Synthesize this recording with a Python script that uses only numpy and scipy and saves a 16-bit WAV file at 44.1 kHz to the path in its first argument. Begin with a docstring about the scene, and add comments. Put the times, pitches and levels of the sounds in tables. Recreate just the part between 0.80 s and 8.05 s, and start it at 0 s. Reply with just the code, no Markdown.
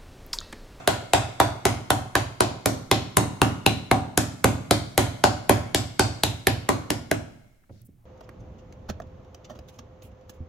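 """A pottery workshop: a wooden paddle beats a clay slab flat on a stone table, four blows a second.
Each blow is a wet slap of clay and trapped air plus a hollow knock with a pitch of its own.
The table rings, low standing waves boom, and the walls echo over still air.
After the last blow come rustles and soft bumps as the paddle is put away, with a brief low drone."""
import sys
import numpy as np
from scipy import signal
from scipy.fft import rfft, irfft
from scipy.io import wavfile
from scipy.ndimage import uniform_filter1d

SR = 44100
rng = np.random.default_rng(int(sys.argv[2]) if len(sys.argv) > 2 else 0)


def file_out(sig):
    """Save sig as 16-bit WAV at sys.argv[1]."""
    # one column per channel
    cols = np.atleast_2d(sig).T
    # limit, then scale
    lim = np.clip(cols, -1, 1)
    pcm = np.round(lim * 32767).astype(np.int16)
    wavfile.write(sys.argv[1], SR, pcm)


N = 319901
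FRAME, ROOM_FRAME = 2048, 256  # samples
BIN_HZ = np.fft.rfftfreq(FRAME, 1 / SR)


def amp(db):
    return 10 ** (np.asarray(db) / 20)


def unit_rms(x):
    return x / np.sqrt(np.mean(x ** 2) + 1e-20)


def curve(points, hz=BIN_HZ):
    """Interpolates over log frequency."""
    point_hz, value = np.transpose(points)
    return np.interp(np.log(hz + 1), np.log(point_hz + 1), value)


def add(mix, time_s, sound):
    """Mixes a sound in, trimmed to fit."""
    at = round(time_s * SR)
    sound = sound[..., max(-at, 0):]
    part = mix[..., max(at, 0):][..., :sound.shape[-1]]
    part += sound[..., :part.shape[-1]]


def pulse(spectrum_db):
    """Minimum-phase pulse with this spectrum."""
    cepstrum = irfft(np.log(amp(np.maximum(spectrum_db, -100))))
    half = len(cepstrum) // 2
    cepstrum[1:half] *= 2
    cepstrum[half + 1:] = 0
    return irfft(np.exp(rfft(cepstrum)))


def convolve(a, b):
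    return signal.fftconvolve(np.atleast_2d(a), np.atleast_2d(b), axes=1)


def resonance_db(centre_hz, width_hz, lift_db):
    """One resonant peak on a flat spectrum."""
    detune = 2 * (BIN_HZ - centre_hz) / width_hz
    return 10 * np.log10(1 + (amp(lift_db) ** 2 - 1) / (1 + detune ** 2))


def contact(squirt_s=0.0012, hit_s=0.00021, spread_s=0.0022, solid_hz=1200, lag_hz=680):
    """Air squirts out, wood meets clay, the heel lands: a flat burst centred in its frame."""
    t = (np.arange(FRAME) - FRAME // 2) / SR
    squirt = amp(-14) * np.exp(-abs(t) / squirt_s)
    hit = np.exp(-(t / (2 * hit_s)) ** 2) + amp(-6) * np.exp(-abs(t) / spread_s)
    heel_s = 0.0025 * rng.uniform(0.37, 1.0)
    heel = amp(-7) * np.exp(-abs(t - heel_s) / hit_s)
    envelope = np.where(t < 0, squirt, hit + heel)
    grains = rfft(envelope * (rng.standard_normal(FRAME) + 0.4 * rng.standard_normal((2, FRAME))))
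    grains /= np.sqrt(uniform_filter1d(abs(grains) ** 2, size=40, axis=1))
    # long waves see one push, late as the clay yields; short waves see many small contacts
    lag_s = 0.00375 * (1 + 0.19 * rng.uniform(-0.71, 0.65, (2, 1)))
    push = rfft(t == 0) * np.exp(-2j * np.pi * lag_s * lag_hz * np.arctan(BIN_HZ / lag_hz))
    solid = 1 / (1 + (BIN_HZ / solid_hz) ** 8)
    return irfft(np.sqrt(solid) * push + np.sqrt(1 - solid) * grains)


# thud shape: (frequency [Hz], share of thud_db [ratio])
THUD = [(90, 1), (200, 0.84), (400, 0.4), (800, 0.031)]


def clay_db(force_db, sharp_db, pocket_hz, pocket_db, thud_db):
    """Colour of one blow: force, thud, sharpness of the slap and the clap of an air pocket."""
    yield_hz, yield_share = 400, 0.42  # clay yields: the bass follows only part of the force
    sharp_hz, pocket_octaves = 2560, 0.54
    force = force_db * (BIN_HZ ** 2 + yield_share * yield_hz ** 2) / (BIN_HZ ** 2 + yield_hz ** 2)
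    slap = sharp_db * BIN_HZ ** 2 / (BIN_HZ ** 2 + sharp_hz ** 2)
    pocket = pocket_db / (1 + (np.log2((BIN_HZ + 1) / pocket_hz) / pocket_octaves) ** 2)
    return force + thud_db * curve(THUD) + slap + pocket


def paddle_knock_db(modes, q=8.8):
    """Paddle modes, damped by the clay within a few cycles."""
    return sum(resonance_db(hz, hz / q, db) for hz, db in np.reshape(modes, (-1, 2)))


# modes of the table and things on it: (frequency [Hz], level [dB], t60 [s])
TABLE_MODES = [(239.3, -41, 0.67), (261, -37.5, 0.46), (269, -37.5, 0.44), (286, -31, 0.38),
               (304, -33, 0.36), (363.3, -29, 0.17), (376.5, -26, 0.13), (560, -38, 0.26),
               (587, -40.5, 0.29), (612, -36, 0.18), (691, -32.5, 0.27), (736, -35, 0.21),
               (750, -37.5, 0.48), (778, -36.5, 0.38), (773.6, -24, 0.14), (893, -34, 0.11),
               (956, -42, 0.31), (982, -39.5, 0.34), (1075, -41.5, 0.32), (1083, -38, 0.21),
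               (1327, -51, 0.77), (1430, -46, 0.61), (1483, -44.5, 0.43)]
# mode families favoured by the paddle's place: (time [s], gain 1 [dB], gain 2 [dB], gain 3 [dB])
FAMILY_GAINS = [(.08, 2.5, -1, -2), (1.1, -0.5, -2.5, -2), (1.359, -3.5, -3.5, -2), (1.859, -6, -3, -1.5),
                (2.12, -7.5, 2.5, 1.5), (2.37, -5.5, 0.5, 1), (2.86, -3, 8, 0.5), (3.11, -1.5, 4, 0),
                (3.38, -3.5, -0.5, 3.5), (3.64, -2, -4.5, 6.5), (4.18, -2, -3.5, 9.5), (4.44, 1, 2.5, 6),
                (4.7, 1, 3, 2.5), (5.19, 1, 0.5, -2.5), (5.67, -3, -3, -2), (5.89, 0, -3.5, 0.5),
                (6.31, -6.5, -7.5, 3)]
FAMILY_CENTRES_HZ, FAMILY_WIDTH_HZ = [(705, 985), (750, 1074), (565,)], 38


def table_ring(time_s, t):
    """Each blow lands on a new spot and wakes the modes differently, with a phase for each ear."""
    times_s, *families_db = np.transpose(FAMILY_GAINS)
    out = np.zeros((2, len(t)))
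    for hz, db, t60 in TABLE_MODES:
        for centres_hz, gains_db in zip(FAMILY_CENTRES_HZ, families_db):
            nearness = sum(np.exp(-((hz - centre) / FAMILY_WIDTH_HZ) ** 2) for centre in centres_hz)
            db += nearness * np.interp(time_s, times_s, gains_db)
        phase = 2 * np.pi * rng.random() + 0.65 * rng.standard_normal((2, 1))
        envelope = amp(db + 2.5 * rng.standard_normal() - 60 * t / t60)
        out += envelope * np.cos(2 * np.pi * hz * t + phase)
    return out


def shimmer(t, centre_hz=2151, width_hz=150, t60_s=1.7):
    """Things in the workshop ring on faintly in a narrow band."""
    edges_hz = [centre_hz - width_hz / 2, centre_hz + width_hz / 2]
    band = signal.butter(2, edges_hz, "band", fs=SR, output="sos")
    noise = unit_rms(signal.sosfilt(band, rng.standard_normal((2, len(t)))))
    return amp(-56.5 - 60 * t / t60_s) * noise


# standing waves of table and workshop: (frequency [Hz], level [dB], t60 [s])
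STANDING_WAVES = [(61.2, -31.5, 0.41), (73.3, -26, 0.28), (81.96, -25, 0.37), (91.04, -23, 0.39),
                  (110.13, -20.5, 0.46), (127.76, -30, 0.66), (142.5, -36, 0.41), (160.4, -41.5, 0.76)]


def boom(arrive_s=0.0109, swell_s=0.042):
    """The table is pushed down; standing waves build together, then beat as they die."""
    t = np.arange(SR) / SR
    waves = -sum(amp(db - 60 * t / t60) * np.cos(2 * np.pi * hz * (t - arrive_s))
                 for hz, db, t60 in STANDING_WAVES)
    return waves * np.sin(np.pi / 2 * np.minimum(t / swell_s, 1)) ** 2


# near walls: (delay [s], level [dB])
WALL_ECHOES = [(.0046, -14.5), (0.0096, -16), (0.0129, -11.5), (0.017, -17.5), (0.03, -18.5)]


def wall_echoes(gain_db=-4, jitter_s=0.00055, cutoff_hz=6000):
    """Near walls return the blow dulled, at delays that shift from blow to blow."""
    taps = np.zeros((2, FRAME))
    for delay_s, db in WALL_ECHOES:
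        for ear in taps:
            add(ear, delay_s + jitter_s * rng.uniform(-1, 1), amp([db + gain_db]))
    return signal.lfilter(*signal.butter(1, cutoff_hz, fs=SR), taps)


def scatter(previous=0, kept=0, steady_hz=1200, mono_hz=260):
    """Dense reflections as short-time spectra; lows can persist, and the bass is alike at both ears."""
    hz, _, fresh = signal.stft(rng.standard_normal((2, SR)), SR, nperseg=ROOM_FRAME)
    common = 1 / (1 + (hz[:, None] / mono_hz) ** 2)
    fresh[1] = common * fresh[0] + np.sqrt(1 - common ** 2) * fresh[1]
    share = kept / (1 + (hz[:, None] / steady_hz) ** 2)
    return share * previous + np.sqrt(1 - share ** 2) * fresh


# reverb colour: (frequency [Hz], gain [dB])
ROOM_COLOUR = [(40, -13.5), (110, 7), (200, 4), (300, -3), (450, -8), (620, 2.5), (1000, -4), (1500, -3),
               (2400, -3), (4000, -4.5), (7000, 0), (11000, -7), (15000, -15.5)]
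# reverb decay: (frequency [Hz], t60 [s])
ROOM_DECAY = [(60, 1), (250, 0.88), (700, 0.64), (1500, 0.67), (2150, 0.47), (2700, 0.59), (4500, 0.59),
              (9000, 0.41), (13000, 0.31), (15000, 0.22)]


def reverb(reflections, early_t60_s=0.28, late_t60_s=1.4, late_above_hz=1100, build_s=0.004):
    """Room response: a quick wash, a longer tail and faintly lingering highs."""
    t, hz = np.arange(SR) / SR, np.fft.rfftfreq(ROOM_FRAME, 1 / SR)[:, None]
    age_s = np.arange(reflections.shape[-1]) * ROOM_FRAME / 2 / SR
    early = amp(6 - 60 * age_s / early_t60_s)
    main = amp(-60 * age_s / curve(ROOM_DECAY, hz))
    late = amp(-16 - 60 * age_s / late_t60_s) * hz / np.hypot(hz, late_above_hz)
    decay = np.sqrt(early ** 2 + main ** 2 + late ** 2)
    decay /= np.sqrt((decay ** 2).sum(1, keepdims=True) * ROOM_FRAME / 2)
    tail = signal.istft(reflections * decay, SR, nperseg=ROOM_FRAME)[1][:, :SR]
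    tail *= 1 - np.exp(-(t / build_s) ** 2)
    return convolve(tail, pulse(curve(ROOM_COLOUR)))[:, :SR]


def radiate(burst, spectrum_db, grain_db=-6, ripple_db=2.2, ripple_above_hz=1200):
    """The blow as the room gathers it from all directions: a smoother burst with uneven treble bands."""
    power = 1 - amp(grain_db) + amp(grain_db) * abs(rfft(burst[0])) ** 2
    smooth_burst = np.fft.fftshift(irfft(np.sqrt(power)))
    ripple = unit_rms(uniform_filter1d(rng.standard_normal(len(BIN_HZ)), 17))
    treble = BIN_HZ / np.hypot(BIN_HZ, ripple_above_hz)
    return convolve(smooth_burst, pulse(spectrum_db + ripple_db * ripple * treble))


# mean slap spectrum: (frequency [Hz], level [dB])
SLAP_SPECTRUM = [(30, 1), (100, 14.5), (190, 14), (300, 23.5), (440, 22.5), (540, 18.5), (750, 17),
                 (1000, 18), (1250, 14.5), (2000, 13), (2600, 12), (4000, 12.5), (5400, 7.5), (10800, 8),
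                 (13000, 8), (16000, -6)]
# steady paddle resonances, direct sound only: (frequency [Hz], width [Hz], lift [dB])
WOOD_MODES = [(792, 11, 9), (1510, 82, 5.5), (7100, 900, 5.5), (10600, 1600, 7.5)]
# landing spot: (time [s], position [0 far rim, 1 near rim])
LANDING = [(0, 0.055), (1.35, 0.35), (3.1, 0.66), (5.3, 0.043), (6.3, 1)]
# blows: (time [s], boom [dB], force [dB], sharpness [dB], pocket [Hz], pocket lift [dB], thud [dB],
# then frequency [Hz], lift [dB] for each of four paddle modes that shift with grip and contact point)
PADDLE_BLOWS = [(-0.185, -0.5, 9.0, -12.5, 3370, 2.6, -5.5, 700, 6.8, 1290, 3.0, 2590, 2.5, 7540, 8.9),
                (0.076, -3, 7, -7.5, 3940, 3.3, -4.5, 690, 12.7, 1610, 1.3, 3000, 2, 3800, 3.5),
                (0.3349, 2, 9.5, -11.5, 3400, 6.9, -6.5, 714, 15, 1280, 5.1, 2590, 2.5, 7700, 7.9),
                (0.6015, 1.5, 5.0, -8.5, 940, 7.4, -2, 665, 8, 1570, 9.6, 2030, 2.9, 3810, 7.9),
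                (0.854, 2, 4.5, -7, 4930, 3.2, 0.5, 820, 5.5, 950, 4.2, 2250, 4.1, 6400, 4.7),
                (1.1045, 0.5, -4.5, 3, 865, 11.4, 5, 656, 4.4, 1530, 11.7, 2240, 2.8, 3420, 10.3),
                (1.354, 0.5, 5.5, -11, 4460, 4.3, -5.5, 705, 1.1, 1140, 7.1, 1760, 14, 6370, 2.7),
                (1.606, -2, 3.5, -11.5, 4730, 8.6, 1.5, 700, 8.4, 1044, 15, 1570, 3.9, 9800, 8.9),
                (1.859, -2.5, -4.5, 3.5, 545, 7.1, 8, 800, 3.6, 1110, 6, 2180, 7.5, 5700, 5.7),
                (2.1142, 0, 3, -7, 3500, 9.2, 6.5, 640, 2.2, 1060, 10, 2090, 7.3, 5170, 7.2),
                (2.37, -0.5, 0.5, 0.5, 1220, 1.7, 11.5, 487, 4.4, 1030, 13, 2140, 5.2, 9300, 6.5),
                (2.6172, 1.5, 0, -3, 1130, 5.9, 11.5, 820, 5.5, 940, 6.3, 2830, 11, 4100, 6.5),
                (2.8634, -1, -1.5, -2.5, 3460, 8.9, 11, 824, 4.5, 990, 12, 2580, 12.2, 4140, 5.4),
                (3.1138, 1, -0.5, -8, 839, 8.9, 9.5, 726, 2.1, 1400, 6.5, 2110, 14, 4000, 9.4),
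                (3.376, -1.5, -4, 5.5, 1200, 3.8, 10, 730, 4.6, 1400, 6.5, 1560, 3.5, 6460, 4.5),
                (3.6434, 4.0, 0.5, -0.5, 806, 2.7, 12.0, 520, 7.8, 1190, 13.3, 2040, 10.4, 3120, 2.3),
                (3.9102, 1.5, -2, -1, 4140, 9.4, 8.5, 700, 18, 1300, 8.7, 2080, 4.6, 8790, 6),
                (4.1783, 4, 4.5, -2.5, 3510, 1.4, 4.0, 580, 5.5, 1260, 7.1, 1950, 6.7, 12300, 2.6),
                (4.4397, 1.5, 6, -11.5, 4950, 9.0, 2, 590, 10, 870, 16, 1530, 6.3, 2980, 5.8),
                (4.695, 4.5, 6.5, -11, 2230, 4.9, 5.5, 594, 10.8, 880, 7.1, 2170, 2.0, 11500, 11.2),
                (4.947, 0.5, -3.5, 1.5, 5000, 6, 2.5, 689, 10, 1600, 6.3, 1890, 6.5, 3340, 9.8),
                (5.195, 3.5, 3, -7.5, 4970, 8.5, 1, 877, 13.3, 1450, 5.1, 2120, 5.7, 7750, 3.4),
                (5.4355, 0.5, -5, 3, 3520, 7.7, 5.5, 705, 5.8, 890, 11.3, 3000, 1.5, 4230, 9.2),
                (5.6703, 2.5, 3, -11.5, 4200, 9.1, 2.5, 484, 5.3, 1770, 9.7, 2210, 9.6, 11500, 12.3),
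                (5.89, -3.0, 3, -11.5, 6450, 2.7, 3.5, 612, 6.8, 1086, 11.2, 1920, 9.6, 6600, 3.3),
                (6.1042, -5.5, -4, -3, 2160, 1.3, 4.5, 884, 5.5, 1720, 5.5, 2940, 6.7, 5400, 7.3),
                (6.314, -4.5, -5.5, -4.5, 3580, 1, 5, 630, 15.7, 1600, 7.7, 2030, 12, 5960, 5.8)]


def paddle(knock_room_share=0.42, ring_attack_s=0.0012):
    """Each blow passes its colour to table and room; soft blows and near ones sound drier."""
    out, t = np.zeros((2, N)), np.arange(SR) / SR
    low_boom, reflections = boom(), scatter()
    wood_db = sum(resonance_db(*mode) for mode in WOOD_MODES)
    for time_s, boom_db, force_db, sharp_db, pocket_hz, pocket_db, thud_db, *modes in PADDLE_BLOWS:
        colour_db = clay_db(force_db, sharp_db, pocket_hz, pocket_db, thud_db)
        slap_db = curve(SLAP_SPECTRUM) + colour_db
        knock_db = paddle_knock_db(modes)
        burst, paths = contact(), wall_echoes()
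        nearness = np.interp(time_s, *np.transpose(LANDING))
        paths[:, 0] += amp(-4 + 2 * nearness - 0.14 * force_db)  # direct path
        start_s = time_s - FRAME / 2 / SR
        add(out, start_s, convolve(convolve(burst, paths), pulse(slap_db + wood_db + knock_db)))

        radiated = radiate(burst, slap_db + knock_room_share * knock_db)
        reflections = scatter(reflections, kept=0.99)  # the highs change as the paddle moves on
        add(out, start_s, convolve(reverb(reflections), radiated))

        ringing = (table_ring(time_s, t) + shimmer(t)) * (1 - np.exp(-t / ring_attack_s))
        add(out, time_s, convolve(ringing, pulse(colour_db)))
        add(out, time_s, amp(boom_db) * low_boom)
    return out


# still air: (frequency [Hz], level [dB])
AIR_SPECTRUM = [(25, -1.5), (65, -7.5), (130, -13.5), (300, -28), (800, -41.5), (2000, -40.5), (5000, -46),
                (16000, -42)]


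def still_air(gain_db=-61.5, spread=0.54):
    """Steady low noise, mostly common to both ears."""
    gain = amp(curve(AIR_SPECTRUM, np.fft.rfftfreq(N, 1 / SR)))
    common, *ears = [unit_rms(irfft(rfft(rng.standard_normal(N)) * gain, N)) for _ in range(3)]
    return amp(gain_db) * (common + spread * np.array(ears))


# cloth and hand: (time [s], level [dB], centre [Hz], length [s])
BRUSHES = [(6.834, -67, 1200, 0.014), (6.891, -61, 1148, 0.017), (6.898, -70.5, 4400, .15),
           (6.925, -76.5, 1700, 0.13), (7.016, -55, 12100, 0.0049), (7.045, -61, 12000, 0.034),
           (7.161, -75, 850, 0.13)]


def rustles():
    """Cloth and hand brush briefly: bursts of band noise."""
    out = np.zeros((2, N))
    for time_s, db, hz, length_s in BRUSHES:
        band = signal.butter(2, [hz / 1.35, hz * 1.4], "band", fs=SR, output="sos")
        brush = signal.sosfilt(band, rng.standard_normal((2, int(length_s * SR))))
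        add(out, time_s, amp(db) * unit_rms(brush) * signal.windows.tukey(brush.shape[1], 0.5))
    return out


# paddle put away: (time [s], level [dB], cutoff [Hz])
SOFT_BUMPS = [(6.895, -19.5, 556), (6.906, -11.5, 394), (6.955, -26.5, 200), (7.088, -17.5, 326),
              (7.139, -31.5, 183), (7.243, -38, 750)]


def bumps(direct_db=19, room_db=16, boom_db=-2, highpass_hz=140, settle_s=0.0056):
    """Dull contacts settle within milliseconds and stir the room."""
    out, t = np.zeros((2, N)), np.arange(FRAME) / SR
    for time_s, db, cutoff_hz in SOFT_BUMPS:
        band = (BIN_HZ + 1) / (BIN_HZ + highpass_hz) / np.hypot(1, (BIN_HZ / cutoff_hz) ** 4)
        push = pulse(db + 20 * np.log10(band))
        scuff = rng.standard_normal(FRAME) * np.exp(-t / settle_s)
        response = amp(room_db) * reverb(scatter()) + amp(boom_db) * boom()
        response[:, :FRAME] += amp(direct_db) * scuff / np.linalg.norm(scuff)
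        add(out, time_s, convolve(push, response))
    return out


# drone envelope: (time [s], level [dB])
DRONE_LEVEL = [(6.9, -84), (6.96, -54), (7.03, -47.5), (7.1, -65), (7.17, -52), (7.25, -56)]


def drone(pitch_hz=113, waver=0.028):
    """A low, wavering tone swells under the bumps."""
    drift = unit_rms(uniform_filter1d(rng.standard_normal(N), size=2000))
    cycles = np.cumsum(pitch_hz * (1 + waver * drift)) / SR
    level_db = np.interp(np.arange(N) / SR, *np.transpose(DRONE_LEVEL), left=-120)
    return amp(level_db) * np.sin(2 * np.pi * cycles)


def scene():
    return paddle() + bumps() + rustles() + still_air() + drone()


# stereo balance: (frequency [Hz], right over left [dB])
BALANCE = [(30, 1.5), (80, 2.5), (160, 3.5), (330, 0.9), (700, 0.1), (1400, 0), (2600, -1.5), (5500, -3),
           (11000, 1)]


def record(dry, left_lead_s=0.00001, ceiling=0.95, cutoff_hz=16600):
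    """Two ports differ in colour, the left slightly nearer; then soft clipping and a band limit."""
    sides = np.array([[-1], [1]])
    ports = amp(sides * curve(BALANCE) / 2) * np.exp(-1j * np.pi * sides * BIN_HZ * left_lead_s)
    port_taps = np.fft.fftshift(irfft(ports), axes=1)
    heard = convolve(dry, port_taps)[:, FRAME // 2:][:, :N]
    clipped = heard / (1 + (heard / ceiling) ** 6) ** (1 / 6)
    lowpass = signal.firwin(255, cutoff_hz, window=("kaiser", 9), fs=SR)
    return signal.oaconvolve(clipped, lowpass[None], "same")


dry = scene()
out = record(dry)
file_out(out)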